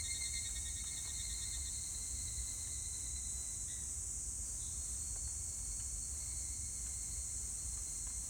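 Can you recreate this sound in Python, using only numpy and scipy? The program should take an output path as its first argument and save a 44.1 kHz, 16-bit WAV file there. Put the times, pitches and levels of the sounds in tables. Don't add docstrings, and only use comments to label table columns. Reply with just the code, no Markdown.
import sys
import numpy as np
from scipy import signal
from scipy.fft import rfft, irfft, next_fast_len
from scipy.io import wavfile
from scipy.ndimage import map_coordinates

SR = 44100
rng = np.random.default_rng(int(sys.argv[2]) if len(sys.argv) > 2 else 0)


def put_to_file(sound):
    columns = np.atleast_2d(sound).T
    safe = np.clip(columns, -1, 1)
    whole_steps = np.round(safe * 32767)
    wavfile.write(sys.argv[1], SR, whole_steps.astype(np.int16))


N = 365588


def amp(db):
    return 10 ** (np.asarray(db) / 20)


def rms(x):
    return np.sqrt(np.mean(x ** 2) + 1e-20)


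def clock():
    return np.arange(N) / SR


def along(points, hz):
    freqs, values = np.transpose(points)
    return np.interp(np.log(hz + 1), np.log(freqs + 1), values)


def wobble(rate):
    knots = rng.standard_normal(int(N * rate / SR) + 4)
    coarse = np.arange(0, N, 16)
    return np.interp(np.arange(N), coarse, map_coordinates(knots, [coarse * rate / SR]))


def filtered(x, response):
    size = next_fast_len(len(x) + SR // 4)
    return irfft(rfft(x, size) * response(np.fft.rfftfreq(size, 1 / SR)), size)[:len(x)]


def coloured(x, spectrum):
    shaped = filtered(x, lambda hz: amp(along(spectrum, hz)))
    return shaped / rms(shaped)


# frequency in Hz, seconds to die away by 60 dB.
FOREST_DECAY = [(500, 0.82), (4000, 1), (10000, 0.29)]

def forest(x, wet_db):
    hz, age, noise = signal.stft(rng.standard_normal(SR // 2), SR, nperseg=256)
    decay = amp(-60 * age / along(FOREST_DECAY, hz)[:, None])
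    tail = signal.istft(noise * decay, SR, nperseg=256)[1]
    mix = x + amp(wet_db) * signal.fftconvolve(x, tail / np.linalg.norm(tail))[:N]
    return mix * rms(x) / rms(mix)


def foliage(x, treble_db):
    return filtered(x, lambda hz: amp(along([(4800, 0.027), (6300, treble_db)], hz)))


# multiple of the click rate, relative level in dB.
LOWER_RING = [(6, -12.5), (7, -0.5), (8, -23.5)]
UPPER_RING = [(12, -25), (13, -4.5), (14, 2), (15, -10.5), (16, -24), (21, -5), (28, -1), (35, -17.5),
              (42, -32)]
PITCH_MULTIPLE = 14

def tymbal(pitch, effort, jitter, lower_db, rough_db, flank_db):
    singing = effort > 1e-9
    click_rate = pitch / PITCH_MULTIPLE * (1 + jitter * wobble(260))
    phase = 2 * np.pi * np.cumsum(click_rate)[singing] / SR
    flank = lambda k: flank_db * (k % (PITCH_MULTIPLE // 2) > 0)
    ring = lambda overtones: sum(amp(db + flank(k)) * np.sin(k * phase) for k, db in overtones)
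    voice = np.zeros(N)
    voice[singing] = ring(UPPER_RING) + amp(lower_db) * ring(LOWER_RING)
    strength = amp(rough_db * np.minimum(wobble(220), 2))
    return np.sqrt(2) * effort * voice * strength / rms(strength)


WIND_UP_HZ, WIND_UP_DB = 168.7, 6

def course(start, length, wind_up_s, hz, sink_hz, db, fade_db):
    age = np.maximum(clock() - start, 0)
    slack = np.exp(-age / wind_up_s)
    spent = np.minimum(age / length, 1) ** 1.5
    waver_hz = 7 * wobble(14)
    pitch = hz - WIND_UP_HZ * slack - sink_hz * spent + waver_hz
    return pitch, db - WIND_UP_DB * slack - fade_db * spent


def syllable(start, length):
    progress = np.clip((clock() - start) / length, 0, 1)
    return np.sqrt(np.abs(np.sin(np.pi * progress)))


def rhythm(start, count, first_gap, last_gap, stamina):
    gaps = first_gap + (last_gap - first_gap) * np.linspace(0, 1, count - 1) ** stamina
    return start + np.append(0, np.cumsum(gaps))


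def caller(times, hz, sink_hz, db, fade_db, syllable_s, jitter, rough_db, lower_db, flank_db,
           treble_db, wet_db, wind_up_s=0.0089):
    length = times[-1] + syllable_s - times[0]
    pitch, level_db = course(times[0], length, wind_up_s, hz, sink_hz, db, fade_db)
    syllables = sum(amp(0.36 * rng.standard_normal()) * syllable(start, syllable_s) for start in times)
    voice = tymbal(pitch, amp(level_db) * syllables, jitter, lower_db, rough_db, flank_db)
    return forest(foliage(voice, treble_db), wet_db)


def near_cicadas():
    low = rhythm(start=-.066, count=17, first_gap=.102, last_gap=.125, stamina=3.8)
    close = rhythm(start=-.046, count=4, first_gap=.124, last_gap=.133, stamina=3)
    high = rhythm(start=-.02, count=12, first_gap=.115, last_gap=.183, stamina=6.5)
    long = rhythm(start=.683, count=28, first_gap=.083, last_gap=.121, stamina=.72)
    late = rhythm(start=6.195, count=16, first_gap=.095, last_gap=.149, stamina=.52)
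    return (caller(low, hz=3744, sink_hz=39.76, db=-53, fade_db=4, syllable_s=.049,
                   jitter=.003, rough_db=2.5, lower_db=-8.5, flank_db=-5, treble_db=1, wet_db=-12)
            + caller(close, hz=4232, sink_hz=32.1, db=-50.5, fade_db=-0.3, syllable_s=.068,
                     jitter=.0015, rough_db=3, lower_db=-1, flank_db=-12, treble_db=5.5, wet_db=-12)
            + caller(high, hz=4376, sink_hz=42, db=-60.5, fade_db=4.5, syllable_s=.035,
                     jitter=.0046, rough_db=3.5, lower_db=5.5, flank_db=0.5, treble_db=-12, wet_db=-5)
            + caller(long, hz=4236, sink_hz=182.9, db=-56, fade_db=11, syllable_s=.0564, wind_up_s=.11,
                     jitter=.00502, rough_db=4, lower_db=-7.5, flank_db=-1.5, treble_db=-8, wet_db=-6)
            + caller(late, hz=4374, sink_hz=128.8, db=-68, fade_db=13, syllable_s=.049,
                     jitter=.0184, rough_db=3, lower_db=2.5, flank_db=-4, treble_db=-12, wet_db=-4))


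# start, length and wind-up in seconds, pitch and sink in Hz,
# level and fade in dB, jitter as a share of the click rate, lower octave in dB.
FAR_CALLS = [(0.0, 0.46, 0.0087, 4234, 26, -54.5, 4, 0.001, -15),
             (1.047, 2.45, .03, 4141, 125, -58.5, 9, 0.0066, -9),
             (1.45, 1.42, 0.0091, 4355, 19, -67, 6, 0.0022, -8.5),
             (2.597, 2.3, 0.0194, 4274, 55, -80, 9, 0.00813, 4.5),
             (4.66, 3.85, .25, 4413, 135, -65.5, 10.5, .003, -12),
             (6.105, 2.13, 0.054, 4160, 71, -69, 9.5, 0.019, -4.5),
             (7.67, 2.4, 0.021, 4237, 122, -69, 12, .008, -8)]
FIRST_RATE, LAST_RATE = 14, 8.5

def far_trill(start, length, wind_up_s, hz, sink_hz, db, fade_db, jitter, lower_db):
    pitch, level_db = course(start, length, wind_up_s, hz, sink_hz, db, fade_db)
    end = start + length
    beat = np.cumsum(np.interp(clock(), [start, end], [FIRST_RATE, LAST_RATE])) / SR
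    pulsing = amp(5 * np.sin(2 * np.pi * beat))
    singing = np.interp(clock(), [start - .03, start + .01, end, end + .034], [0, 1, 1, 0])
    effort = amp(level_db) * singing * pulsing / rms(pulsing)
    voice = tymbal(pitch, effort, jitter, lower_db, rough_db=5, flank_db=-7.5)
    return forest(foliage(voice, treble_db=-5), wet_db=2)


def buzzer(click_rate, scatter):
    count = int(click_rate * N / SR)
    times = (np.arange(count) + scatter * rng.standard_normal(count)) / click_rate
    strengths = amp(2.5 * rng.standard_normal(count))
    clicks = np.bincount((times * SR).astype(int) % N, strengths, N)
    return clicks / rms(clicks)


# frequency in Hz, relative level in dB.
CHORUS_SPECTRUM = [(4300, -65), (5050, -24.5), (5300, -17), (5650, -12), (6000, -5.5), (6350, -2.5),
                   (7600, -1.5), (8100, 1), (8500, 0.5), (9000, -3.5), (9300, -8), (9900, -13),
                   (10450, -31), (12000, -62)]
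# pitch in Hz, level in dB.
CHORUS_WHINES = [(6790, -59.5), (7150, -57), (7490, -70), (7860, -55), (8050, -70), (8420, -55.5)]

def canopy():
    crowd = rng.standard_normal(N) + amp(-10.5) * buzzer(click_rate=360, scatter=.25)
    hiss = amp(-44.5 + 0.16 * wobble(12)) * coloured(crowd, CHORUS_SPECTRUM)
    whines = np.zeros(N)
    for hz, db in CHORUS_WHINES:
        level = amp(db + 2 * wobble(3))
        pitch = hz * (1 + .00374 * wobble(300) + .002 * wobble(2))
        whines += level * np.sin(2 * np.pi * np.cumsum(pitch) / SR)
    return hiss + forest(whines, wet_db=14.5)


# frequency in Hz, relative level in dB.
RUMBLE_SPECTRUM = [(15, -60), (25, -36), (31, -20), (38, -4), (50, -1), (63, 1), (80, -5.5), (105, -9.5),
                   (160, -21.5), (200, -21.5), (300, -27), (450, -36), (900, -62)]

def far_rumble():
    return amp(-49.5 - 0.1 * wobble(7)) * coloured(rng.standard_normal(N), RUMBLE_SPECTRUM)


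# frequency in Hz, relative level in dB.
RUSTLE_SPECTRUM = [(250, -4.5), (450, 0), (1050, -0.5), (1600, -4), (2600, -6.5), (3300, -10), (4700, -5.5),
                   (8000, 0), (11500, -1.5), (13000, -4), (15000, -10.5)]

def leaves():
    return amp(-61 + 1.1 * wobble(6.3)) * coloured(rng.standard_normal(N), RUSTLE_SPECTRUM)


# frequency in Hz, relative level in dB.
HISS_SPECTRUM = [(2000, -11), (4500, -6.5), (10000, -4.5), (13000, -7), (15000, -7), (17200, -7)]
# time in seconds, level in dB.
HISS_FADER = [(0, -61.5), (2.6, -62.8), (2.85, -71), (8.29, -65)]

def top_hiss():
    times, levels_db = np.transpose(HISS_FADER)
    level = amp(np.interp(clock(), times, levels_db))
    return level * coloured(rng.standard_normal(N), HISS_SPECTRUM)


# start in seconds, level in dB, ring in Hz.
TWIG_HITS = [(0.21, -55, 1060), (0.49, -53, 1000), (0.838, -49, 1320), (1.05, -51, 1060), (1.075, -53, 990),
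             (1.57, -54, 1130), (2.67, -56, 1800), (3.16, -56, 1040), (5.157, -48, 600), (5.274, -51, 880),
             (5.797, -50, 1500), (6.862, -52, 1500), (7.772, -53, 1030), (8.066, -48, 895),
             (8.099, -54, 1080)]

def twig_ticks():
    age = np.arange(SR // 6) / SR
    envelope = amp(-60 * age / .075) * (1 - np.exp(-age / .0015))
    ticks = np.zeros(N)
    for start, db, hz in TWIG_HITS:
        spectrum = [(hz / 4, -12), (hz, 0), (2 * hz, -4), (6 * hz, -22)]
        crack = coloured(rng.standard_normal(len(age)), spectrum)
        ring = np.sin(2 * np.pi * hz * age)
        knock = (amp(-4) * crack + amp(-10) * ring) * envelope
        at = round(start * SR)
        ticks[at:at + len(age)] += amp(db) * knock[:N - at]
    return forest(ticks, wet_db=-8)


# start and length in seconds, pitch in Hz, level in dB, lower octave in dB.
SQUAWK_CUES = [(3.676, 0.073, 3820, -60, 1), (4.19, .13, 4720, -74, -20), (4.42, 0.16, 4780, -70, -24),
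               (4.563, 0.15, 3900, -65, -25), (4.82, 0.15, 3930, -70, -6)]

def squawks():
    rasps = np.zeros(N)
    for start, length, hz, db, lower_db in SQUAWK_CUES:
        effort = amp(db) * syllable(start, length)
        rasps += tymbal(hz, effort, jitter=.05, lower_db=lower_db, rough_db=4, flank_db=0)
    return forest(foliage(rasps, treble_db=-5), wet_db=-2)


def scene():
    calls = near_cicadas() + sum(far_trill(*row) for row in FAR_CALLS) + squawks()
    return (calls + canopy() + twig_ticks() + far_rumble() + leaves() + top_hiss())[None]


def record(dry):
    return np.array([filtered(channel, lambda hz: hz < 17250) for channel in dry])


dry = scene()
out = record(dry)
put_to_file(out)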